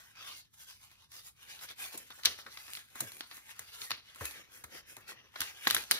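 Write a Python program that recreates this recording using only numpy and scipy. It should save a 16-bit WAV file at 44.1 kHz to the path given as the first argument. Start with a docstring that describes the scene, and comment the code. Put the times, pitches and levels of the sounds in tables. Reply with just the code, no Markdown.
"""A faint rub of skin on thick paper comes first; hands then slide over, lift and flick the pages of a journal.
Strokes are friction noise tinted by the bent sheet, snaps are bursts of crackle with a ringing tail,
and thuds are sagging low tones with a flap of pages, all over the still air of a quiet furnished room.
A small recorder close by has two ports and takes most of its treble from the left one."""
import sys
import numpy as np
from scipy import signal
from scipy.fft import rfft, irfft, next_fast_len
from scipy.io import wavfile
from scipy.ndimage import uniform_filter1d, map_coordinates

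SR = 44100
rng = np.random.default_rng(int(sys.argv[2]) if len(sys.argv) > 2 else 0)


def bounce(signal):
    """Save signal as a 16-bit WAV file at the path given by the first command-line argument."""
    frames = np.transpose(np.atleast_2d(signal))
    limited = np.clip(frames, -1, 1)
    pcm = np.round(limited * 32767).astype(np.int16)
    wavfile.write(sys.argv[1], SR, pcm)


def decibels_to_gain(level_db):
    """Convert a level in decibels to a linear amplitude gain (20 dB per decade)."""
    exponent = np.asarray(level_db, float) / 20
    return 10 ** exponent


N = 264159  # samples

# spectral shape of the hiss as heard, with a steep band limit at the top: f/Hz, density level/dB (relative)
HISS_SPECTRUM = [(4500, -27.5), (7000, 5), (10000, 1), (11500, -3.5), (15750, -3), (16000, -60)]


def unit(x):
    """Normalisation: the signal is scaled to rms 1."""
    return x / np.sqrt(np.mean(x ** 2) + 1e-20)


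def along(points, hz):
    """Interpolation of (f/Hz, value) points on a logarithmic frequency axis."""
    f, v = np.transpose(points)
    return np.interp(np.log(hz + 1), np.log(f + 1), v)


def filtered(x, response):
    """Linear filtering: the spectrum is multiplied by a complex response of frequency."""
    m = next_fast_len(x.shape[-1] + 8192)
    hz = np.fft.rfftfreq(m, 1 / SR)
    return irfft(rfft(x, m) * response(hz), m)[..., :x.shape[-1]]


def coloured(x, spectrum):
    """Spectral shaping at constant power: white noise keeps its mean square."""
    power = np.mean(decibels_to_gain(2 * along(spectrum, np.linspace(0, SR / 2, 999))))
    return filtered(x, lambda hz: decibels_to_gain(along(spectrum, hz)) / np.sqrt(power))


def wobble(rate):
    """Slow random modulation: a smooth curve through rate random knots a second."""
    knots = rng.standard_normal(int(N * rate / SR) + 4)
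    return map_coordinates(knots, [np.arange(N) * rate / SR])


def gritty(slow_db, fast_db, crinkle_db):
    """Stick-slip friction: two unrelated noises share one uneven grip, as fibres catch in clumps and crinkles pop."""
    pops = (rng.random(N) < 70 / SR) * decibels_to_gain(crinkle_db + 3.4 * rng.standard_normal(N))  # about 70 a second
    crinkles = signal.fftconvolve(pops, np.exp(-np.arange(300) / 45))[:N]  # each decays with a 1 ms time constant
    grip = decibels_to_gain(slow_db * wobble(35) + fast_db * wobble(600)) + crinkles
    return unit(grip * rng.standard_normal((2, N)))


def page_flap():
    """Flexural motion of loose sheets: gritty noise confined to low frequencies."""
    # spectral shape of flapping pages: f/Hz, density level/dB (relative)
    flap_spectrum = [(60, -27), (180, -9.5), (500, -4.5), (900, -19), (1500, -27.5)]
    return coloured(gritty(slow_db=2.5, fast_db=1.7, crinkle_db=3), flap_spectrum)


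def room_air():
    """Stationary background noise: the still air of the room is white noise shaped towards the bass."""
    # spectral shape of the room air: f/Hz, density level/dB (relative)
    air_spectrum = [(15, -71), (25, -9), (68, -1.5), (117, -2), (175, -10.5), (206, -11.5), (438, -24.5),
                    (589, -38), (1130, -27), (15900, -40)]
    return decibels_to_gain(-73.5) * coloured(rng.standard_normal((2, N)), air_spectrum)


def thuds():
    """Damped oscillation: the book pushes softly into the table, its pitch wavers and sags, and the pages flap."""
    # the book rocking on the table: t/s, tone level/dB, nominal f/Hz, page flap level/dB (before rise and decay)
    thud_table = [(1.8, -62, 86, -60), (1.938, -54, 126, -48), (2.261, -50.5, 84, -48),
                  (2.455, -71, 113, -53), (3.007, -42, 113, -44.5), (3.599, -62, 85.5, -62),
                  (3.81, -61, 85, -59), (3.911, -59, 102, -57), (4.21, -44, 76, -45.5),
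                  (4.639, -55, 75.4, -56), (4.967, -56, 96, -55), (5.402, -51, 81, -67),
                  (5.671, -47.5, 107, -41.5), (5.753, -48, 69.6, -48), (5.915, -54, 138, -44)]
    tone_t60, flap_t60 = 0.23, 0.24  # s
    pivot_hz = 145  # the pitch starts above this and sags to slightly below its nominal value
    tone, puff = np.zeros(N + SR), np.zeros(N + SR)
    t = np.arange(SR // 3) / SR
    for s, tone_db, hz, flap_db in thud_table:
        start = round(s * SR)
        waver = 0.1 * map_coordinates(rng.standard_normal(20), [t * 45])
        sag = (pivot_hz / hz) ** (1.8 * np.exp(-t / 0.011) - 0.15)
        phase = 2 * np.pi * np.cumsum(hz * (1 + waver) * sag) / SR
        lumps_db = 4 * map_coordinates(rng.standard_normal(20), [t * 30])  # the book settles unevenly
        rise = 1 - np.exp(-t / 0.0055)
        tone[start:][:len(t)] += decibels_to_gain(tone_db + lumps_db - 60 * t / tone_t60) * rise * np.sin(phase)
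        puff[start:][:len(t)] += decibels_to_gain(flap_db - 60 * t / flap_t60) * rise
    return (tone[:N] + puff[:N] * page_flap()) * [[1], [0.4]]  # weights of the common and the opposed part


def snaps():
    """Sudden release of elastic energy: a crease gives way in brief crackle, then sheet and room ring on."""
    # creases and edges snapping, and one short hissing stroke at 1.974 s:
    # t/s, crack level/dB, body level/dB, edge level/dB, crackle T60/ms
    snap_table = [(0.914, -61, -65, -62, 11.6), (1.117, -58.5, -72, -56, 24), (1.59, -53, -60.5, -66, 23),
                  (1.687, -46.5, -64, -68, 23), (1.974, -55, -66, -43, 48), (2.103, -59, -47, -57, 18),
                  (2.19, -76, -54.5, -64, 11.3), (2.234, -43, -69, -51, 16), (2.25, -34, -46, -31, 24),
                  (2.2555, -18, -50, -25.5, 21.3), (2.268, -33.5, -40.5, -52, 14.7),
                  (2.389, -73, -49, -56, 5.6), (2.463, -55, -48.5, -70, 35), (2.572, -46, -55, -56, 18),
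                  (2.68, -54.5, -53.5, -60, 10), (2.734, -43.5, -85, -38.5, 8.5),
                  (2.752, -40, -73, -59, 7.3), (2.771, -46, -49.5, -57, 14.5), (2.953, -55, -52, -51, 57),
                  (3.004, -41, -43.5, -31, 32), (3.119, -53, -56, -50, 12),
                  (3.2075, -38.5, -46.5, -47.5, 7.9), (3.312, -48.5, -51, -65, 12),
                  (3.343, -60, -69, -52, 22), (3.369, -54.5, -70, -47, 9), (3.378, -70, -56.5, -63, 11),
                  (3.592, -51.5, -46.5, -40.5, 23.5), (3.817, -38, -75, -59, 10),
                  (3.906, -34, -39.5, -39.5, 14), (3.915, -26.5, -38, -55, 14.7),
                  (4.147, -57, -71, -54.5, 11), (4.158, -66, -56, -57, 17), (4.208, -56, -45.5, -53, 34),
                  (4.219, -66, -52, -59, 21), (4.253, -44, -52, -34.5, 21), (4.282, -54, -64, -51, 12),
                  (4.309, -52, -53.5, -49, 16), (4.638, -56.5, -51, -49.5, 36),
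                  (4.967, -53.5, -48.5, -47.5, 11.2), (5.119, -63, -50.5, -71, 11.3),
                  (5.341, -72, -58, -72, 8.7), (5.357, -51, -44, -77, 35), (5.405, -31, -35.5, -27.5, 12),
                  (5.415, -33, -40, -35, 24), (5.671, -22.5, -25, -42, 8.8), (5.674, -30.5, -34, -25.5, 17),
                  (5.701, -29, -40, -32, 11), (5.7084, -25, -37.5, -26, 11.6), (5.746, -30, -33, -22, 19.2),
                  (5.765, -32, -35, -47, 17), (5.911, -25.5, -33.5, -16.5, 13),
                  (5.916, -24, -37.5, -49, 21.3)]
    # spectral shape of the crack: f/Hz, level/dB (relative)
    crack_spectrum = [(300, -95), (1200, -12.5), (2200, -2), (4000, 6), (6500, -7.5), (8500, -42)]
    # spectral shape of the body knock: f/Hz, level/dB (relative)
    body_spectrum = [(60, -63), (250, 0), (500, -5), (1100, 6.5), (2000, 4.5), (3000, -23)]
    edge_spectrum = HISS_SPECTRUM[:-1] + [(16800, -33)]
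    ring_t60 = 0.27  # s
    attack_share = 0.078  # of the crackle T60: slow creases also start softly
    crackle_db, tick_db = 6.5, 15  # the tick is also scaled inversely with T60

    out = np.zeros((2, N + SR))
    t = np.arange(-256, 12032) / SR  # the lead leaves room for the zero-phase colouring
    hz = np.fft.rfftfreq(len(t), 1 / SR)
    crack, body, edge = (unit(decibels_to_gain(along(c, hz))) for c in (crack_spectrum, body_spectrum, edge_spectrum))

    def bumps(size):
        return unit(uniform_filter1d(rng.standard_normal(len(hz)), size))

    for s, crack_db, body_db, edge_db, t60_ms in snap_table:
        t60 = t60_ms / 1000
        attack = attack_share * t60
        # relative to its snap, the ring is weaker the louder the snap
        ring_db = -9.5 - 0.31 * (max(crack_db, body_db, edge_db) + 45)
        settle_db = 2.17 * map_coordinates(rng.standard_normal(40), [np.abs(t) * 90])  # the sheet settles
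        crackle = decibels_to_gain(crackle_db - 60 * t / t60)
        ring = decibels_to_gain(ring_db + settle_db - 60 * t / ring_t60)
        burst = (crackle + ring) * np.clip(t / attack, 0, 1) * rng.standard_normal((2, len(t)))
        # the first fibre breaks as one sharp tick
        burst[0, np.searchsorted(t, attack)] += decibels_to_gain(tick_db) * 0.014 / t60
        tint_db = 1.5 * bumps(200) + bumps(40)  # each snap has its own
        colour = decibels_to_gain(tint_db) * (decibels_to_gain(crack_db) * crack + decibels_to_gain(body_db) * body + decibels_to_gain(edge_db) * edge)
        out[:, round((s + t[0]) * SR):][:, :len(t)] += irfft(rfft(burst) * colour, len(t))
    return out[:, :N]


def strokes():
    """Friction exciting a resonator: each stroke swells and fades, singing in the moving resonance of the sheet."""
    # strokes of skin and paper: peak t/s, half length/ms (limited to 150), rub level/dB, hiss level/dB
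    stroke_table = [(0.005, 95, -58.5, -62), (0.203, 31.6, -48, -66), (0.294, 60, -46, -53.5),
                    (0.376, 19, -70, -52.5), (0.546, 8, -63.5, -58.5), (0.62, 45, -59.5, -57),
                    (0.703, 48, -57.5, -59.5), (0.835, 24.4, -56, -54.5), (0.936, 44, -63, -66),
                    (1.011, 33, -60.5, -68), (1.175, 35, -50.5, -51), (1.274, 29.5, -60.5, -54),
                    (1.515, 68, -51, -55), (1.633, 18.6, -48, -47), (1.705, 20.3, -46.5, -51.5),
                    (1.833, 30, -46, -44.5), (1.925, 80, -50, -50.5), (2.115, 9.3, -49.5, -75),
                    (2.217, 60, -57, -56), (2.267, 13.5, -33, -58), (2.335, 62, -48.5, -56),
                    (2.56, 72, -57, -57.5), (2.7, 81, -53, -51.5), (2.761, 15, -58, -45),
                    (3.015, 57.6, -50.5, -51), (3.158, 34, -55, -51), (3.346, 52, -58, -57.5),
                    (3.484, 33, -62, -61.5), (3.65, 145, -55.5, -60.5), (3.825, 48, -50.5, -49),
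                    (3.91, 7.7, -38.5, -43), (4.12, 72, -60.5, -69.5), (4.257, 44, -49, -48.5),
                    (4.379, 28, -44.5, -51.5), (4.505, 110, -64, -78), (4.568, 30.7, -53.5, -52),
                    (4.758, 27.6, -47.5, -53.5), (4.851, 140, -64.5, -89), (4.915, 24.5, -56.5, -53.5),
                    (5.105, 20, -49, -53), (5.157, 97, -58, -88), (5.442, 52.5, -45, -52.5),
                    (5.6, 180, -53.5, -58.5), (5.695, 21, -38.5, -63), (5.739, 75, -40.5, -44.5),
                    (5.937, 21.2, -37, -49), (5.99, 22, -45, -56)]
    # resonance of the bent sheet: t/s, f/Hz
    sheet = [(0.0, 1470), (0.1, 2370), (0.65, 5100), (0.9, 3300), (1.15, 5100), (1.35, 3100), (2.02, 2600),
             (2.1, 3800), (2.42, 4070), (2.48, 2130), (3.28, 2450), (3.62, 2200), (3.74, 3570),
             (4.24, 2260), (4.65, 2030), (5.81, 2740), (5.87, 4040)]
    # how loosely the handled pages hang: t/s, low flap level relative to the rub/dB
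    loose = [(0.1, -21), (0.6, -29.5), (1.4, -21.5), (1.9, -19), (2.6, -25.5), (3.2, -14.5), (3.9, -25),
             (4.3, -14.5), (5.1, -9), (5.5, -23.5), (5.9, -18)]
    # spectral shape of the rub: f/Hz, density level/dB (relative)
    rub_spectrum = [(300, -23), (800, -5.5), (1500, -1.5), (3000, -3.5), (6000, -5), (8500, -28.5)]
    fall_over_rise = 1.1  # a stroke fades a little slower than it swells

    power, now = np.zeros((3, N)), np.arange(N) / SR
    for s, half_ms, rub_db, hiss_db in stroke_table:
        width = min(half_ms, 150) / 1000 * np.where(now < s, 1, fall_over_rise)
        flap_db = rub_db + np.interp(s, *np.transpose(loose))
        peak_power = decibels_to_gain(2 * np.array([rub_db, hiss_db, flap_db]))
        power += peak_power[:, None] * np.exp(-((now - s) / width) ** 2)
    rub_gain, hiss_gain, flap_gain = np.sqrt(power)

    grit = gritty(slow_db=2.5, fast_db=1.0, crinkle_db=-3.5)
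    hz, t, z = signal.stft(grit, SR, nperseg=512, noverlap=384)

    def patch(tall, long):
        """Random spectral tint: noise smoothed over tall frequency bins and long frames."""
        field = uniform_filter1d(rng.standard_normal(z.shape[1:]), tall, axis=0)
        return unit(uniform_filter1d(field, long, axis=1))

    def resynthesised(gain):
        """Time-varying filtering: the weighted short-time spectra are overlapped and added."""
        return signal.istft(z * gain, SR, nperseg=512, noverlap=384)[1][:, :N]

    octaves = np.log2((hz[:, None] + 1) / np.interp(t, *np.transpose(sheet)))
    resonance_db = 6.7 * np.exp(-(octaves / 0.72) ** 2)
    tint_db = 1.8 * patch(8, 14) + 4.5 * patch(1, 40)  # broad patches and narrow bands, as from reflections
    gain = decibels_to_gain(along(rub_spectrum, hz)[:, None] + resonance_db + tint_db)
    gain /= np.sqrt(np.mean(gain ** 2, axis=0))
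    rub = resynthesised(gain)
    # the hiss gets a random tint in broad patches and in narrow, slowly changing bands
    hiss_tint = decibels_to_gain(1.5 * patch(12, 20) + 2.5 * patch(1, 30))
    hiss = unit(coloured(resynthesised(hiss_tint), HISS_SPECTRUM))
    return rub_gain * rub + hiss_gain * hiss + flap_gain * page_flap()


def ports(pair):
    """Partial coherence: a common and an opposed part make left and right; the left is earlier and mostly louder."""
    # likeness of left and right: f/Hz, coherence (0-1)
    alike = [(100, 0.57), (400, 0), (1200, 0.54), (2500, 0.74), (5000, 0)]
    # left louder than right: f/Hz, level difference/dB
    left_excess = [(100, 0.5), (1000, 4), (2500, 1.5), (5000, -0.5)]
    left_leads = 0.00013  # s, the pages lie nearer the left port
    side = np.array([[1], [-1]])

    def share(hz):
        angle = np.arccos(np.clip(along(alike, hz), 0, 1)) / 2
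        return np.array([np.cos(angle), np.sin(angle)])

    def reach(hz):
        return decibels_to_gain(side * along(left_excess, hz) / 2) * np.exp(1j * side * np.pi * hz * left_leads)

    common, opposed = filtered(pair, share)
    return filtered(common + side * opposed, reach)


def scene():
    """Superposition: air, thuds, snaps and strokes add before they reach the ports."""
    return ports(room_air() + thuds() + snaps() + strokes())


def band_limit(x):
    """A steep low-pass at the top of the band."""
    return signal.sosfilt(signal.butter(12, 16780, fs=SR, output="sos"), x)


def record(dry):
    """Crossover and phase difference: left-port treble feeds both sides, late on the left, in and out of step."""
    crossover_hz, in_step_hz = 6990, 12250
    treble_lag = 1.265e-4  # s, left behind right
    side = np.array([[-1], [1]])

    def high(hz):
        return 0.97 / (1 + (crossover_hz / (hz + 1)) ** 24)

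    def treble_path(hz):
        shift = np.exp(1j * np.pi * side * (hz - in_step_hz) * treble_lag)
        return np.sqrt(high(hz)) * shift

    def own_path(hz):
        return (1 - high(hz)) / (1 + (32 / (hz + 1)) ** 4)  # no deep bass

    treble = filtered(dry[[0, 0]], treble_path)
    own = filtered(dry, own_path)
    return band_limit(own + treble)


dry = scene()
out = record(dry)
bounce(out)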